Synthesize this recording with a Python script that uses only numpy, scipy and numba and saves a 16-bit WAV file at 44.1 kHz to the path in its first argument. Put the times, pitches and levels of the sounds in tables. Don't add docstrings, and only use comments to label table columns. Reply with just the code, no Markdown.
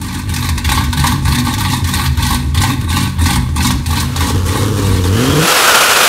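import sys
import numpy as np
from scipy import signal
from scipy.fft import rfft, irfft
from scipy.io import wavfile
from scipy.ndimage import uniform_filter1d
from numba import njit

SR = 44100
rng = np.random.default_rng(int(sys.argv[2]) if len(sys.argv) > 2 else 0)


def generate_wav(signal):
    frames = np.transpose(np.atleast_2d(signal))
    scaled = np.clip(frames, -1, 1) * 32767
    pcm = np.round(scaled).astype(np.int16)
    wavfile.write(sys.argv[1], SR, pcm)


N = 268524
T = np.arange(N) / SR

IDLE_HZ = 46.78
# gas level/dB, gas swell over the surge/dB, middle pipe level/dB, silencer ring level/dB
IDLE_SURGES = [(0.01, 0.18, -22.5, 4, -42, -25.5), (0.28, 0.18, -19, 9.5, -22.5, -22.5),
               (0.582, 0.02, -35, 0, -38, -28), (0.638, 0.17, -16.5, 4.5, -19, -19),
               (0.917, 0.019, -25, 7, -14.5, -19.5), (0.961, .17, -18.5, 2, -21.5, -17),
               (1.247, 0.14, -16, 6, -17, -18), (1.445, 0.068, -18.5, -1, -27, -18.5),
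               (1.579, .18, -16.5, 2, -20.5, -20.5), (1.838, 0.21, -15, 5.5, -17.5, -20),
               (2.168, 0.18, -14, 5.5, -17.5, -18.5), (2.541, 0.17, -15.5, 4.5, -19.5, -18),
               (2.805, .04, -29, -2, -37, -24), (2.879, 0.16, -14.5, 6.5, -21.5, -16),
               (3.184, 0.16, -12.5, 8, -17, -16.5), (3.558, 0.12, -13.5, 5.5, -18, -14.5),
               (3.86, 0.15, -14, 9, -22.5, -21.5), (4.155, 0.14, -15, 8.5, -30, -22.5),
               (4.456, .17, -19, 1.5, -21.5, -28), (4.764, 0.233, -18, 4.5, -30, -26),
               (5.035, .06, -13.5, -3, -20, -19)]


def idle():
    gas_db, gas_swell_db, middle_db, ring_db = np.transpose(IDLE_SURGES)[2:]
    fire = firings(IDLE_HZ * (1 + 0.06 * walk(3)), jitter=0.1013, scatter_db=4)
    drive = unit(fire) + 0.71 * rng.standard_normal(N)
    pipes = long_pipe(drive) + middle_pipe(drive, middle_db) + silencer(drive, ring_db)
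    gas = tailpipe_gas(fire, gas_db, gas_swell_db)
    return ground(pipes + gas + workshop_echo(gas))


def firings(hz, jitter, scatter_db):
    count = 2000
    chance = rng.standard_normal((count, 2))
    turns = np.cumsum(hz * np.ones(N)) / SR
    at = np.interp(np.arange(count) + jitter * chance[:, 0], turns, np.arange(N))
    inside = at < N - 1
    pulses = np.zeros(N)
    np.add.at(pulses, at[inside].astype(int), undb(scatter_db * chance[inside, 1]))
    return pulses


def surging(level_db, swell_db, attack_s, fall_db_per_s, rest_db):
    power = undb(2 * rest_db) * np.minimum(0.75 + T / 0.36, 1) ** 2
    swells = np.broadcast_to(swell_db, len(level_db))
    for (start, length), db, swell in zip(np.array(IDLE_SURGES)[:, :2], level_db, swells):
        late = T - start - length
        slope_db = np.where(late < 0, swell * late / length, -fall_db_per_s * late)
        attack = np.clip((T - start) / attack_s, 0, 1)
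        power += (attack * undb(db + slope_db)) ** 2
    return 10 * np.log10(power)


# peak t/s, pitch f/Hz, relative level/dB
LONG_PIPE_BOOMS = [(0.14, 80, -33), (0.3, 87, -16.5), (0.41, 88.5, -18), (0.52, 72.5, -13),
                   (0.68, 70, -12.5), (0.79, 73, -13.5), (0.88, 75, -12), (1.0, 75, -13.5), (1.1, 74, -14),
                   (1.27, 77, -9.5), (1.46, 83, -16.5), (1.58, 87, -15), (1.67, 87, -15),
                   (1.84, 86.6, -13.5), (1.96, 85, -13.5), (2.1, 74, -11.5), (2.2, 75.4, -11),
                   (2.32, 67, -16), (2.47, 76, -12.5), (2.57, 80, -8.5), (2.66, 94, -19), (2.82, 83, -12.5),
                   (2.92, 82.4, -12.5), (3.05, 93, -18), (3.219, 82, -7), (3.38, 66, -13.5),
                   (3.52, 78, -16), (3.6, 83, -14), (3.74, 67, -14.5), (3.9, 75, -12), (4.0, 74, -20),
                   (4.14, 81, -31), (4.22, 79, -14), (4.35, 81.6, -12), (4.48, 83, -15), (4.63, 100, -14),
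                   (4.76, 101, -16)]
BOOM_RISE_S, BOOM_FALL_S, BOOM_REST_DB = 0.027, 0.043, -24


def booming():
    power = undb(2 * BOOM_REST_DB)
    for s, _, db in LONG_PIPE_BOOMS:
        span_s = np.where(T < s, BOOM_RISE_S, BOOM_FALL_S)
        power = power + undb(2 * db) * np.exp(-((T - s) / span_s) ** 2)
    throb = undb(1 * walk(30))
    return curves(LONG_PIPE_BOOMS)[0], np.sqrt(power) * throb


# f/Hz, bandwidth/Hz, relative level/dB
LONG_PIPE_THUD = [(54.2, 11, 0)]


def long_pipe(drive):
    boom_hz, boom_gain = booming()
    boom = boom_gain * even(band(drive, boom_hz, 20.6), 0.035)
    thud_gain = undb(-25) * np.minimum(0.53 + T / 0.9, 1)
    thud = thud_gain * unit(resonate(drive, LONG_PIPE_THUD))
    return (boom + thud) * np.clip((4.85 - T) / 0.29, 0, 1)


# f/Hz, bandwidth/Hz, relative level/dB (level unused)
MIDDLE_PIPE = [(130.55, 11.4, 0)]
# t/s, depth/dB
MIDDLE_PIPE_DROPS = [(0.58, 14), (0.94, 14), (1.09, 18), (1.58, 16), (1.97, 20), (2.17, 7), (2.34, 12),
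                     (2.85, 16), (3.22, 13), (3.85, 18)]
DROP_WIDTH_S = 0.025


def middle_pipe(drive, level_db):
    db = surging(level_db, swell_db=4.5, attack_s=0.073, fall_db_per_s=29.5, rest_db=-30.5)
    db += 2 * walk(22)
    for s, depth_db in MIDDLE_PIPE_DROPS:
        db -= depth_db * np.exp(-((T - s) / DROP_WIDTH_S) ** 2)
    hz, width, _ = MIDDLE_PIPE[0]
    return undb(db) * even(band(drive, hz, width), 0.035)


# f/Hz, bandwidth/Hz, relative level/dB
SILENCER_MODES = [(185.5, 4.44, 2), (242.9, 6.24, 2.5), (285.8, 13.1, -4), (341.8, 4.6, -11.5),
                  (361, 6.7, -19), (456, 35, -47.5), (557, 21, -24.5)]


def silencer(drive, level_db):
    db = surging(level_db, swell_db=5.5, attack_s=0.03, fall_db_per_s=92, rest_db=-30)
    db += 1.5 * walk(25)
    return undb(db) * even(resonate(drive, SILENCER_MODES), 0.063)


# t/s, relative peak level/dB, throat share level/dB, top end share level/dB
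HARD_FIRINGS = [(0.014, -17, -13, -3.5), (0.144, -13, -10, -16), (0.292, -12.5, -24, -8),
                (0.338, -12.5, -23, -4.5), (0.362, -6.5, -13, -16), (0.426, -11.5, -7.5, -11),
                (0.489, -6.5, -10.5, -12), (0.578, -6.5, -15, -14.5), (0.647, -6, -21, -16),
                (0.691, -2, -14, -12.5), (0.717, -4.5, -8.5, -11), (0.776, -8, -3.5, -25),
                (0.837, -8, -20, -12.5), (0.928, -5.5, -14, -14), (0.973, -10.5, -12, -8.5),
                (0.995, -7.5, -10.5, -10), (1.04, -2.5, -6, -14.5), (1.068, -2, -17, -14.5),
                (1.121, -12, -1, -7), (1.254, -10, -10.5, -14), (1.279, -8, -9, -13),
                (1.323, -5, -11.5, -11.5), (1.347, -5.5, -30, -16), (1.384, -6, -14, -11.5),
                (1.47, -7, -9, -27), (1.538, -6, -19, -14.5), (1.58, -11, -17, -12), (1.606, -8, -7, -11),
                (1.65, -6, -9.5, -15), (1.734, -8, -5, -8), (1.842, -13, -16, -8), (1.871, -15, -22, -5),
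                (1.89, -18, -22, -14), (1.937, -1.5, -23, -10.5), (1.996, -6, -9.5, -20),
                (2.061, -6.5, -20, -16), (2.173, -29, -18, -14), (2.224, -8, -20, -10),
                (2.264, -10.5, -12, -6.5), (2.304, -11, 0, -17), (2.546, -13, -18, -10),
                (2.575, -3.5, -27, -11), (2.615, -7.5, -11.5, -7), (2.636, -2.5, -9.5, -16),
                (2.698, -9.5, -4, -15), (2.811, -17, -16, -9), (2.876, -21, -3, -30), (2.902, -8, -19, -16),
                (2.927, -6, -17, -13.5), (2.968, -3, -8, -13.5), (3.184, -15, -12, -18),
                (3.209, -12, -9.5, -14), (3.257, -1.5, -16, -13), (3.299, -8.5, -15, -27),
                (3.358, -7.5, -3.5, -8), (3.562, -13.5, -7, -11), (3.607, -7, -19, -25),
                (3.646, -3.5, -9.5, -22), (3.706, -5, -9.5, -9), (3.86, -11.5, -18, -10),
                (3.905, -11.5, -13, -14), (3.928, -11.5, -4.5, -15), (3.971, -6, -9, -20),
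                (4.161, -8.5, -18, -9.5), (4.206, -4, -8.5, -15), (4.489, -11.5, -15, -14),
                (4.557, -11, -7, -10)]
# f/Hz, bandwidth/Hz, relative level/dB
TAILPIPE_MODES = [(793, 120, -4.5), (883, 134, 5.5), (966, 45, 5), (1079, 68, 3.5), (1177, 107, -1.5),
                  (1523, 62, -1), (1690, 89, -6.5), (1850, 76, 0), (2202, 83, -6), (2330, 53, -4.5),
                  (2584, 243, -5), (2734, 215, -7), (3502, 235, -4), (3710, 180, -1), (4226, 570, -6.5)]
# f/Hz, bandwidth/Hz, relative level/dB
JET_MODES = [(5580, 4400, -0.5), (8900, 1300, 0), (12400, 2200, -6)]
THROAT_TOP_HZ = 1300


def tailpipe_gas(fire, level_db, swell_db):
    gas_db = surging(level_db, swell_db, attack_s=0.0058, fall_db_per_s=285, rest_db=-32.5)
    flow = unit(0.8 + puff(np.sqrt(fire), 0.001, 0.010))
    steady = undb(gas_db - 4) * flow
    throat, middle, top = np.zeros((3, N))
    for s, peak_db, throat_db, top_db in HARD_FIRINGS:
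        at = int(s * SR)
        throat[at] = undb(peak_db + throat_db)
        middle[at] = undb(peak_db)
        top[at] = undb(peak_db + top_db)
    noise = rng.standard_normal(N)
    deep = noise * np.hypot(steady, 1.13 * puff(throat, 0.00048, 0.015)) + 25 * throat
    bright = noise * np.hypot(steady, 0.32 * puff(middle, 0.0007, 0.018)) + 4 * middle
    body = 0
    for k, mode in enumerate(TAILPIPE_MODES):
        source = deep if mode[0] < THROAT_TOP_HZ else bright
        upper_mid = THROAT_TOP_HZ < mode[0] < 2 * THROAT_TOP_HZ
        colour = undb(1.5 - 0.5 * T) if upper_mid else 1
        flicker = undb(2.97 * walk(70))
        body = body + (-1) ** k * colour * resonate(source * flicker, [mode])
    body = 0.79 * body / np.std(resonate(noise, TAILPIPE_MODES))
    spit = 0
    for mode in JET_MODES:
        spit = spit + resonate(rng.standard_normal(N) * undb(3.45 * walk(60)), [mode])
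    spit_gain = np.hypot(undb(1.09 * gas_db - 7) * flow, 1.16 * puff(top, 0.0017, 0.011))
    return body + unit(spit) * spit_gain


def puff(pulses, rise_s, fall_s):
    t = np.arange(int(6 * fall_s * SR)) / SR
    return signal.fftconvolve(pulses, (1 - np.exp(-t / rise_s)) * np.exp(-t / fall_s))[:N]


def workshop_echo(gas):
    t60_s, level_db = 0.48, -9.5
    t = np.arange(int(t60_s * SR)) / SR
    tail = rng.standard_normal(len(t)) * 1000 ** (-t / t60_s) * np.minimum(t / 0.0025, 1)
    tail = signal.lfilter([1], [1, -0.4], tail)
    tail = tail / np.sqrt(np.sum(tail ** 2))
    return undb(level_db) * signal.fftconvolve(gas, tail)[:N]


BREAK_S = 5.43
# t/s, firing rate f/Hz, exhaust note level/dB, rasp level/dB, roar level/dB
YARD_PULL = [(3.9, 74.9, -31, -48.5, -35), (4.2, 85.4, -26.5, -27.5, -30), (4.6, 102.7, -18, -21, -41),
             (4.78, 102.3, -16.5, -23, -32), (4.9, 96, -10, -40, -27), (5.04, 88.2, -13.5, -22.5, -36.5),
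             (5.1, 92.2, -10.5, -22, -31), (5.15, 108.1, -10, -18, -22.5), (5.21, 123.2, -10.5, -21.5, -17),
             (5.32, 143.5, -11, -21.5, -19.5), (5.39, 155.2, -10.5, -18, -17.5),
             (5.44, 161.1, -13, -18, -12), (5.49, 166, -9.5, -18, -9.5), (5.7, 187.3, -10, -17, -7.5),
             (5.85, 197, -20, -22, -9), (6.09, 200, -36, -28, -7.5)]


def launch():
    fire_hz, note_db, rasp_db, roar_db = curves(YARD_PULL)
    exhaust = open_exhaust(fire_hz, note_db, rasp_db)
    return ground(exhaust) + tyre_roar(roar_db) + tyre_squeal() + blower_whine() + yard_rumble()


# f/Hz, bandwidth/Hz, relative level/dB
OPEN_PIPE_MODES = [(54.4, 27, 4), (91, 21.3, 13), (257, 39, 2.5), (458, 47, 2.5), (513, 34, -8),
                   (614, 56, -16), (315, 51, -3.5), (147.6, 18, 3.5)]
# f/Hz, bandwidth/Hz, relative level/dB
OPEN_GAS_MODES = [(279, 18, 21.5), (460, 96, 14), (1130, 360, 6), (1750, 130, 0.5), (2900, 790, -6),
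                  (6000, 2500, -5), (9750, 7600, -11)]


def open_exhaust(fire_hz, note_db, rasp_db):
    fire = firings(fire_hz, jitter=0.045, scatter_db=2)
    drive = unit(fire) + 0.2 * rng.standard_normal(N)
    note = even(resonate(drive, OPEN_PIPE_MODES), 0.07)
    gate = unit(0.25 + puff(fire, 0.001, 0.0026))
    rasp = unit(resonate(gate * rng.standard_normal(N), OPEN_GAS_MODES))
    exhaust = undb(note_db) * note + undb(rasp_db + 2 * walk(25.09)) * rasp
    cut_hz = np.interp(T, [BREAK_S, BREAK_S + 0.076], [55, 550])
    for _ in range(2):
        exhaust = svf(exhaust, cut_hz, 1.19 * cut_hz)[1]
    return exhaust


# f/Hz, relative level/dB per Hz
ROAR_SPECTRUM = [(24, -65), (40, -19.5), (207, -15.5), (260, -14.5), (333, -16), (496, -7), (859, -8.5),
                 (1380, -4), (2010, -11.5), (2840, -9), (3560, -12), (10900, -19.5), (15500, -26.5)]


def tyre_roar(level_db):
    f = np.maximum(np.arange(N // 2 + 1) * SR / N, 1)
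    hz, db = np.transpose(ROAR_SPECTRUM)
    shape = undb(np.interp(np.log(f), np.log(hz), db))
    roar = unit(irfft(rfft(rng.standard_normal(N)) * shape, N))
    return undb(level_db) * roar * undb(1.5 * walk(150))


# t/s, slip rate f/Hz (before detuning), relative level/dB
TYRE_SQUEAL = [(5.4, 1395, -34), (5.54, 1402, -22), (5.62, 1394, -23), (5.69, 1470, -13.5),
               (5.78, 1425, -14.5), (5.87, 1407, -15), (5.97, 1400, -16), (6.09, 1354, -32)]


def tyre_squeal():
    slip_hz, squeal_db = curves(TYRE_SQUEAL)
    overtone_db = squeal_db - 9 + 10 * (T - BREAK_S)
    squeal = 0
    for detune, db in ((0.99, 0), (0.9, -5)):
        unsteady = 1 + 0.02 * walk(50) + 0.0361 * walk(400)
        phase = 2 * np.pi * np.cumsum(detune * slip_hz * unsteady) / SR
        tone = undb(squeal_db + 2.6 * walk(70)) * np.sin(phase)
        octave = undb(overtone_db + 4.8 * walk(60)) * np.sin(2 * phase)
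        squeal = squeal + undb(db) * (tone + octave)
    return squeal * (T > 5.4)


# t/s, f/Hz, level/dB
BLOWER_WHINE = [(4.9, 2910, -50), (5.1, 2966, -36), (5.2, 3060, -32), (5.3, 3220, -25), (5.4, 3230, -28),
                (5.5, 3280, -47)]


def blower_whine():
    hz, db = curves(BLOWER_WHINE)
    return undb(db) * unit(band(rng.standard_normal(N), hz, 230))


# t/s, level/dB
YARD_SHUDDER = [(4.3, -49), (4.9, -17), (5.2, -29), (5.42, -35), (5.5, -51), (6.09, -55)]


def yard_rumble():
    return undb(curves(YARD_SHUDDER)[0]) * unit(band(rng.standard_normal(N), 55, 40))


def ground(x):
    return x - 0.81 * svf(x, np.full(N, 670.0), np.full(N, 316.0))[0]


def undb(db):
    return 10 ** (np.asarray(db) / 20)


def unit(x):
    return x / np.sqrt(np.mean(x ** 2))


def even(x, span_s):
    return x / np.sqrt(uniform_filter1d(x ** 2, int(span_s * SR)) + 1e-9)


def curves(table):
    s, *columns = np.transpose(table)
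    return [np.interp(T, s, column) for column in columns]


def walk(rate):
    k = max(int(SR / rate), 1)
    held = np.repeat(rng.standard_normal(N // k + 1), k)
    return 1.3 * uniform_filter1d(uniform_filter1d(held, k), k)[:N]


@njit
def svf(x, hz, width):
    y, b, l = np.empty((2, len(x))), 0., 0.
    for i in range(len(x)):
        g, k = np.tan(np.pi * hz[i] / SR), width[i] / hz[i]
        v = (b + g * (x[i] - l)) / (1 + g * (g + k))
        low = l + g * v
        y[0, i], y[1, i] = k * v, x[i] - k * v - low
        b, l = 2 * v - b, 2 * low - l
    return y


def band(x, hz, width):
    for _ in range(2):
        x = svf(x, hz * np.ones(N), width * np.ones(N))[0]
    return x


def resonate(x, modes):
    out = 0
    for k, (hz, width, db) in enumerate(modes):
        a = np.exp(-np.pi * width / SR)
        num = [(1 - a * a) / 2, 0, -(1 - a * a) / 2]
        den = [1, -2 * a * np.cos(2 * np.pi * hz / SR), a * a]
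        out = out + (-1) ** k * undb(db) * signal.lfilter(num, den, x)
    return out


def scene():
    workshop = idle() * np.clip((5.15 - T) / 0.21, 0, 1)
    yard = launch() * (T > 3.9)
    mix = workshop + yard
    return np.array([mix, mix])


def record(dry):
    high_pass = signal.butter(2, 40, "high", fs=SR, output="sos")
    low_pass = signal.ellip(12, 0.2, 75, 15650, fs=SR, output="sos")
    mic = signal.sosfilt(high_pass, dry)
    return signal.sosfilt(low_pass, np.tanh(0.91 * mic) / 0.91)


dry = scene()
out = record(dry)
generate_wav(out)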